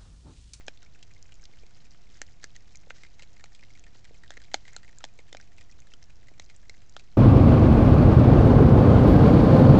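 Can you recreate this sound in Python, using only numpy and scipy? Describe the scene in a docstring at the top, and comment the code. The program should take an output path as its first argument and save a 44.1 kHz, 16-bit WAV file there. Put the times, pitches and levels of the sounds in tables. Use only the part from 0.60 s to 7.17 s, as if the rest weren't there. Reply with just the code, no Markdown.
"""Coatis at a corn pipe

Coatis feed at a corn pipe on the forest floor, close to a small microphone.
Kernels crack as bursts of tiny breaks ringing jaw, mouth and shell; wet jaws smack on slower bursts.
Paws pat with dull knocks, leaves and shells tick, and spilt meal trickles as grains and fluttering hiss.
Beneath lie shaped noise for rumble and hiss, a faint narrow hum, two soft low thuds and short forest echoes."""
import sys
import numpy as np
from scipy import signal
from scipy.fft import rfft, irfft
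from scipy.io import wavfile

SR = 44100
rng = np.random.default_rng(int(sys.argv[2]) if len(sys.argv) > 2 else 0)


def put_to_file(sound):
    """Save the sound as 16-bit audio at rate SR, in the file named by the first command-line argument."""
    columns = np.atleast_2d(sound).T  # one column per channel
    safe = np.clip(columns, -1, 1)
    whole_steps = np.round(safe * 32767)
    wavfile.write(sys.argv[1], SR, whole_steps.astype(np.int16))


N = 289737
TIME = np.arange(N) / SR  # s

# where each part of a bite, smack, pat or tick sounds: low, high (Hz)
JAW_BAND, MOUTH_BAND, GRIT_BAND = (260, 900), (1200, 3000), (1100, 1650)
SNAP_BAND, SPLINTER_BAND, LEAF_BAND = (2800, 5600), (5100, 8200), (2200, 8500)


def amp(db):
    """Decibels to gain."""
    return 10 ** (np.asarray(db) / 20)


def unit(x):
    """Scales to rms 1."""
    return x / np.sqrt(np.mean(x ** 2) + 1e-20)


def sized(x, db):
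    """Scales a short sound so its energy, spread over a hundredth of a second, has this rms level."""
    return amp(db) * x / np.sqrt(np.sum(x ** 2) / (SR / 100) + 1e-20)


def add(mix, s, sound):
    """Lays a sound into the mix, in place, at time s."""
    part = mix[max(round(s * SR), 0):][:len(sound)]
    part += sound[:len(part)]


def colour(x, points):
    """Filters a sound by a smooth curve through (Hz, dB) points."""
    hz, db = np.transpose(points)
    f = np.fft.rfftfreq(len(x), 1 / SR)
    gain = amp(np.interp(np.log(f + 1), np.log(hz), db))
    return irfft(rfft(x) * gain, len(x))


def ring(x, hz, width_hz):
    """One damped resonance."""
    return signal.lfilter(*signal.iirpeak(hz, hz / width_hz, SR), x)


def band(x, edges):
    """A broad resonance between two edges."""
    return signal.sosfilt(signal.butter(2, edges, "bandpass", fs=SR, output="sos"), x)


def low_noise(cut_hz):
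    """Noise that varies no faster than about cut_hz."""
    return signal.sosfilt(signal.butter(2, cut_hz, fs=SR, output="sos"), rng.standard_normal(N))


def fracture(rise, decay, ragged=1.28):
    """A run of tiny uneven breaks that swells and dies within milliseconds (rise, decay in s)."""
    t = np.arange(2048) / SR
    breaks = rng.standard_normal(len(t))
    uneven = np.sign(breaks) * abs(breaks) ** ragged
    return uneven * (1 - np.exp(-t / rise)) * np.exp(-t / decay)


def background(air_db=-55, hum_hz=705, hum_width_hz=50, hum_db=-79.5):
    """Noise shaped into rumble and hiss, with noise through a double resonance as a narrow fuzzy hum."""
    # spectrum of rumble and hiss: f/Hz, relative level/dB
    air_spectrum = [(12, 6), (25, 4), (55, -1), (100, -3.5), (150, -8.5), (220, -15.5), (400, -20.5),
                    (650, -24), (1100, -28), (2000, -28), (4000, -33.5), (7000, -33.5), (8500, -35.5)]
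    air = unit(colour(rng.standard_normal(N), air_spectrum))
    hum = ring(rng.standard_normal(N), hum_hz, hum_width_hz)
    hum = unit(ring(hum, hum_hz, hum_width_hz))
    return amp(air_db) * air + amp(hum_db) * hum


def forest(x, near_db=-14, near_t60=0.017, far_db=-26, far_t60=0.084):
    """The ground and pipe scatter a short tail; trunks return a fainter, longer one."""
    # colour of the returning sound: f/Hz, relative level/dB
    echo_spectrum = [(200, 2), (700, -5.5), (1800, -4), (3500, -6.5), (8000, -8)]
    t = np.arange(SR // 2) / SR
    echo = np.zeros(len(t))
    for db, t60 in [(near_db, near_t60), (far_db, far_t60)]:
        tail = colour(rng.standard_normal(len(t)), echo_spectrum)
        tail *= np.exp(-np.log(1000) * t / t60) * (1 - np.exp(-t / 0.0069))  # soft onset
        echo += amp(db) * tail / np.linalg.norm(tail)
    return signal.fftconvolve(x, echo)[:N]


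def thuds():
    """Two soft, very low pushes through the soil, each with a lift before and after."""
    # heavy shifts of weight felt through the ground: t/s at the middle, f/Hz, peak level/dB
    weight_shifts = [(.806, 22, -42.5), (3.242, 28, -44.5)]
    out = np.zeros(N)
    for s, hz, db in weight_shifts:
        u = (np.pi * hz * (TIME - s)) ** 2
        out += amp(db) * (2 * u - 1) * np.exp(-u)
    return out


def stirring():
    """How strongly meal and leaves move: a slow shuffle, and one rise and fall for each slide."""
    # how much the litter is stirred between slides: t/s, level/dB
    shuffle = [(0, -71), (.25, -74), (1.1, -70.5), (2.1, -73), (3.2, -71.5), (3.55, -75), (3.8, -71),
               (5.4, -76), (6.57, -73)]
    # meal and litter sliding after a push of a paw or snout: t/s at the start, length/s, peak level/dB
    pushes = [(1.468, .15, -64.5), (2.283, .21, -63), (2.571, .09, -67), (3.314, .08, -65.5),
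              (4.018, .2, -68)]
    stir = amp(np.interp(TIME, *np.transpose(shuffle)))
    for s, length, db in pushes:
        arch = np.sin(np.pi * np.clip((TIME - s) / length, 0, 1))
        stir = np.hypot(stir, amp(db) * arch)
    return stir


def tick(hz, db):
    """Something brittle, a leaf or a shell, gives a thin tick: a very short fracture through one resonance."""
    snap = fracture(rise=0.00042, decay=0.00089)
    return sized(band(ring(snap, hz, 980), LEAF_BAND), db)


def grains(stir, level_db=-75, spread_db=4.0, again_s=0.013, again_db=-4, count=420):
    """Falling grains tick on leaves, most often where the litter is stirred most."""
    low_hz, high_hz = 2750, 7300  # range of the ticks
    out = np.zeros(N)
    busy = np.cumsum(stir) / stir.sum()
    for when, pitch, size, hop, next_pitch in rng.random((count, 5)):
        s = np.interp(when, busy, TIME)
        db = level_db - spread_db * np.log(size + 0.0061)  # a few are much louder
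        add(out, s, tick(low_hz + (high_hz - low_hz) * pitch, db))
        # it bounces onto another leaf
        next_hz = low_hz + (high_hz - low_hz) * next_pitch
        add(out, s + again_s * (.5 + hop), tick(next_hz, db + again_db))
    return out


def sliding_meal(stir, flutter_db=3.8, flutter_hz=35):
    """Shaped hiss whose level flutters, as the meal slips in little clumps."""
    # hiss of sliding meal: f/Hz, relative level/dB
    slide_spectrum = [(300, -8), (1000, -6.5), (1900, -2), (3000, -5.5), (4200, -4), (6800, -6.5),
                      (8500, -11)]
    flutter = unit(low_noise(flutter_hz))
    slide = unit(colour(rng.standard_normal(N), slide_spectrum))
    return amp(flutter_db * flutter) * stir * slide


def litter():
    """Single bright ticks over a fine patter of grains and an uneven hiss of sliding meal."""
    # brittle bright ticks: dry leaves, and a tooth on a shell just before it cracks (3.937 s):
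    # t/s, f/Hz, level/dB
    bright_ticks = [(0.174, 3400, -58.5), (0.626, 5900, -53), (0.84, 5400, -57), (0.854, 4630, -51.5),
                    (1.065, 4730, -62), (2.156, 6260, -50.5), (2.171, 6500, -55), (3.194, 6600, -57),
                    (3.937, 5200, -49.5), (4.132, 6630, -56), (4.385, 7400, -48.5), (4.812, 5300, -56.5),
                    (5.113, 5700, -59), (5.202, 6800, -57), (5.963, 7700, -54.5), (6.295, 7260, -57.5)]
    out = np.zeros(N)
    for s, hz, db in bright_ticks:
        add(out, s, tick(hz, db))
    stir = stirring()
    return out + grains(stir) + sliding_meal(stir)


def pats(body_hz=380):
    """Padded paws land with a dull, short knock."""
    # paws patting the ground and the pipe: t/s, level/dB
    paw_pats = [(.891, -62), (1.032, -59.5), (2.27, -58), (2.623, -59), (3.353, -60), (3.508, -55.5),
                (4.589, -56.5), (5.713, -56.5)]
    out = np.zeros(N)
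    for s, db in paw_pats:
        knock = band(fracture(rise=0.0012, decay=0.0024), JAW_BAND)
        add(out, s, sized(ring(knock, body_hz, 320), db))
    return out


def smack(mouth_hz, mouth_db, crunch_db, splinter_db, jaw_db=-12):
    """Teeth on crumbs or shell: a slower break through mouth, jaw and treble bands."""
    crush = fracture(rise=0.00021, decay=0.0032)
    mouth = sized(ring(band(crush, MOUTH_BAND), mouth_hz, 190), mouth_db)
    jaw = sized(band(crush, JAW_BAND), mouth_db + jaw_db)
    crunch = sized(band(crush, SNAP_BAND), crunch_db)
    splinter = sized(band(crush, SPLINTER_BAND), splinter_db)
    return mouth + jaw + crunch + splinter


def munching(level_db=-68, spread_db=4, crunch_db=-4, splinter_db=-5, count=110):
    """Faint smacks of the same chewing, loosely one after another, rising and falling in level."""
    # gain on all the munching: t/s, level/dB
    munch_gain = [(0, 6), (1.4, 0), (2.1, -1), (2.7, 6), (4.3, 5), (5.4, 4.5), (6.57, -4)]
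    out = np.zeros(N)
    for k, (when, opening, size, bright) in enumerate(rng.random((count, 4))):
        db = level_db + spread_db * (2 * size - 1)
        s = (k + 2 * when) / count * TIME[-1]
        # crunch_db and splinter_db are the averages relative to the mouth's level
        crunch, splinter = db + 2 * crunch_db * bright, db + 2 * splinter_db * bright
        add(out, s, smack(1450 + 1200 * opening, db, crunch, splinter))
    return out * amp(np.interp(TIME, *np.transpose(munch_gain)))


def chewing(splinter_db=-4, release_s=0.0086, release_db=-9):
    """The louder smacks: teeth close on crumbs, or touch a shell just before it cracks, then part softly."""
    # loud smacks, those at 1.831, 1.953 and 2.3 s being a tooth meeting a shell before it breaks:
    # t/s, mouth f/Hz, mouth level/dB, crunch level/dB
    loud_smacks = [(0.228, 1350, -62, -83), (0.427, 3500, -58, -50.5), (0.721, 3040, -56, -58.5),
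                   (1.831, 1800, -55, -54), (1.953, 2030, -59.5, -59), (2.148, 2270, -57, -66),
                   (2.3, 2350, -55, -53.5), (2.434, 2110, -51.5, -55), (2.594, 1990, -54.5, -54.5),
                   (2.622, 3200, -56, -51), (2.795, 1820, -58, -61.5), (2.948, 2780, -64, -53.5),
                   (3.027, 1950, -56, -70), (3.151, 2300, -59, -61), (3.265, 1900, -57.5, -62.5),
                   (3.451, 1880, -58.5, -57.5), (3.635, 1860, -52.5, -59), (3.717, 1880, -55, -59),
                   (3.817, 1780, -59.5, -56.5), (3.915, 2000, -57.5, -59), (4.052, 2050, -55, -59),
                   (4.079, 2020, -52.5, -54), (4.142, 2040, -58, -73), (4.231, 1960, -58.5, -59.5),
                   (4.278, 2260, -58, -63), (4.405, 1310, -55.5, -60), (4.589, 2250, -53.5, -57),
                   (4.799, 1750, -55, -60), (4.981, 2400, -55, -57), (5.01, 1920, -58.5, -56.5),
                   (5.683, 2040, -57, -60), (5.898, 2160, -56.5, -56), (6.14, 2000, -61.5, -67),
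                   (6.395, 2600, -55, -54.5)]
    out = np.zeros(N)
    for s, mouth_hz, mouth_db, crunch_db in loud_smacks:
        voice = mouth_hz, mouth_db, crunch_db, crunch_db + splinter_db
        add(out, s, smack(*voice))
        add(out, s + release_s * (.5 + rng.random()), amp(release_db) * smack(*voice))
    return out


def split(main_break=0.82, after=.0005):
    """Tiny breaks run ahead of and behind the one that splits the kernel, `after` seconds in."""
    crack = fracture(rise=0.00094, decay=0.0011)
    crack[round(after * SR)] += main_break * np.linalg.norm(crack)
    return crack


def bites(splinter_hz=6600, jaw_width_hz=260, mouth_width_hz=240, snap_width_hz=550,
          skull_hz=360, skull_db=-10, overtone=1.5, overtone_db=-7, crumbs_db=-14, scatter_db=-21):
    """Each fracture knocks the jaw, rings the mouth cavity and snaps the hard shell."""
    # kernels cracking: t/s, jaw f/Hz, jaw knock level/dB, mouth f/Hz, mouth level/dB,
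    # snap f/Hz, snap level/dB, grit level/dB
    kernel_cracks = [(0.0811, 586, -43, 2420, -45, 3340, -41.5, -43.5),
                     (1.616, 494, -49.5, 1900, -40.5, 4800, -47.5, -65),
                     (1.841, 350, -54, 1710, -44.5, 4310, -46.5, -53),
                     (1.9626, 300, -72, 1960, -54, 4470, -57.5, -72),
                     (2.3048, 556, -52.5, 1550, -41.5, 4030, -59.5, -75),
                     (2.8401, 690, -57.5, 2320, -55, 3950, -53.5, -56),
                     (3.7049, 676, -50.5, 1730, -49.5, 3600, -48.5, -61),
                     (3.7698, 392, -64, 1990, -49.5, 4300, -64.5, -68),
                     (3.774, 300, -55.4, 1800, -48.5, 3880, -60, -60),
                     (3.942, 773, -29.5, 2220, -35, 3520, -29.5, -36.5),
                     (4.1639, 520, -53, 1380, -48.5, 4180, -45.5, -66),
                     (4.4403, 630, -43, 1880, -47.5, 3520, -41, -56),
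                     (4.4496, 720, -55.5, 1710, -57, 3900, -52, -70),
                     (4.7271, 370, -54.5, 1950, -52.5, 3570, -48, -63),
                     (4.7476, 640, -45, 1740, -50, 3300, -53.5, -70),
                     (4.7691, 660, -76, 2350, -52, 4100, -58, -72),
                     (5.3366, 336, -66, 1470, -60.5, 3300, -52, -70),
                     (5.797, 523, -55, 2070, -51, 3900, -49, -70),
                     (6.0953, 386, -58, 2200, -49.5, 4100, -51.5, -75),
                     (6.3649, 605, -49.5, 1454, -46.4, 3200, -46.5, -60)]
    # a harder shell snaps higher and splinters more: at this pitch splinters are as loud as the snap
    hard_shell_hz, splinter_db_per_octave = 3950, 27
    out = np.zeros(N)
    for s, jaw_hz, jaw_db, mouth_hz, mouth_db, snap_hz, snap_db, grit_db in kernel_cracks:
        splinter_db = snap_db + splinter_db_per_octave * np.log2(snap_hz / hard_shell_hz)
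        shell_db = (snap_db + splinter_db) / 2
        jaw = ring(band(split(main_break=2.7), JAW_BAND), jaw_hz, jaw_width_hz)
        # the whole head answers at its own low pitch
        skull = ring(ring(split(main_break=1.1), skull_hz, 220), skull_hz, 220)
        mouth = ring(band(split(main_break=0.86), MOUTH_BAND), mouth_hz, mouth_width_hz)
        snap = band(ring(split(), snap_hz, snap_width_hz), SNAP_BAND)
        # the shell's second mode
        upper = band(ring(split(), overtone * snap_hz, snap_width_hz), LEAF_BAND)
        splinter = band(ring(split(), splinter_hz, 1500), SPLINTER_BAND)
        grit = band(fracture(rise=0.00035, decay=0.00079), GRIT_BAND)
        # fragments crumble afterwards, and the finest scatter
        crumbs = band(fracture(rise=0.0022, decay=0.0092, ragged=2.6), LEAF_BAND)
        scatter = band(fracture(rise=0.006, decay=0.016, ragged=2.6), LEAF_BAND)
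        parts = [(jaw, jaw_db), (skull, jaw_db + skull_db), (grit, grit_db), (mouth, mouth_db),
                 (snap, snap_db), (upper, snap_db + overtone_db), (splinter, splinter_db),
                 (crumbs, shell_db + crumbs_db), (scatter, shell_db + scatter_db)]
        add(out, s, sum(sized(*part) for part in parts))
    return out


def scene():
    """The feeding animals in their clearing."""
    feeding = bites() + chewing() + munching() + litter() + pats()
    return (feeding + forest(feeding) + thuds() + background())[None]


def record(dry, soft_hz=7450, cut_hz=8600, offset=.008):
    """The small microphone rounds off the top; the recorder cuts what lies higher and sits off zero."""
    soft = signal.sosfilt(signal.butter(7, soft_hz, fs=SR, output="sos"), dry)
    cut = signal.firwin(101, cut_hz, window=("kaiser", 7), fs=SR)
    return signal.oaconvolve(soft, cut[None], "same") + offset


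dry = scene()
out = record(dry)
put_to_file(out)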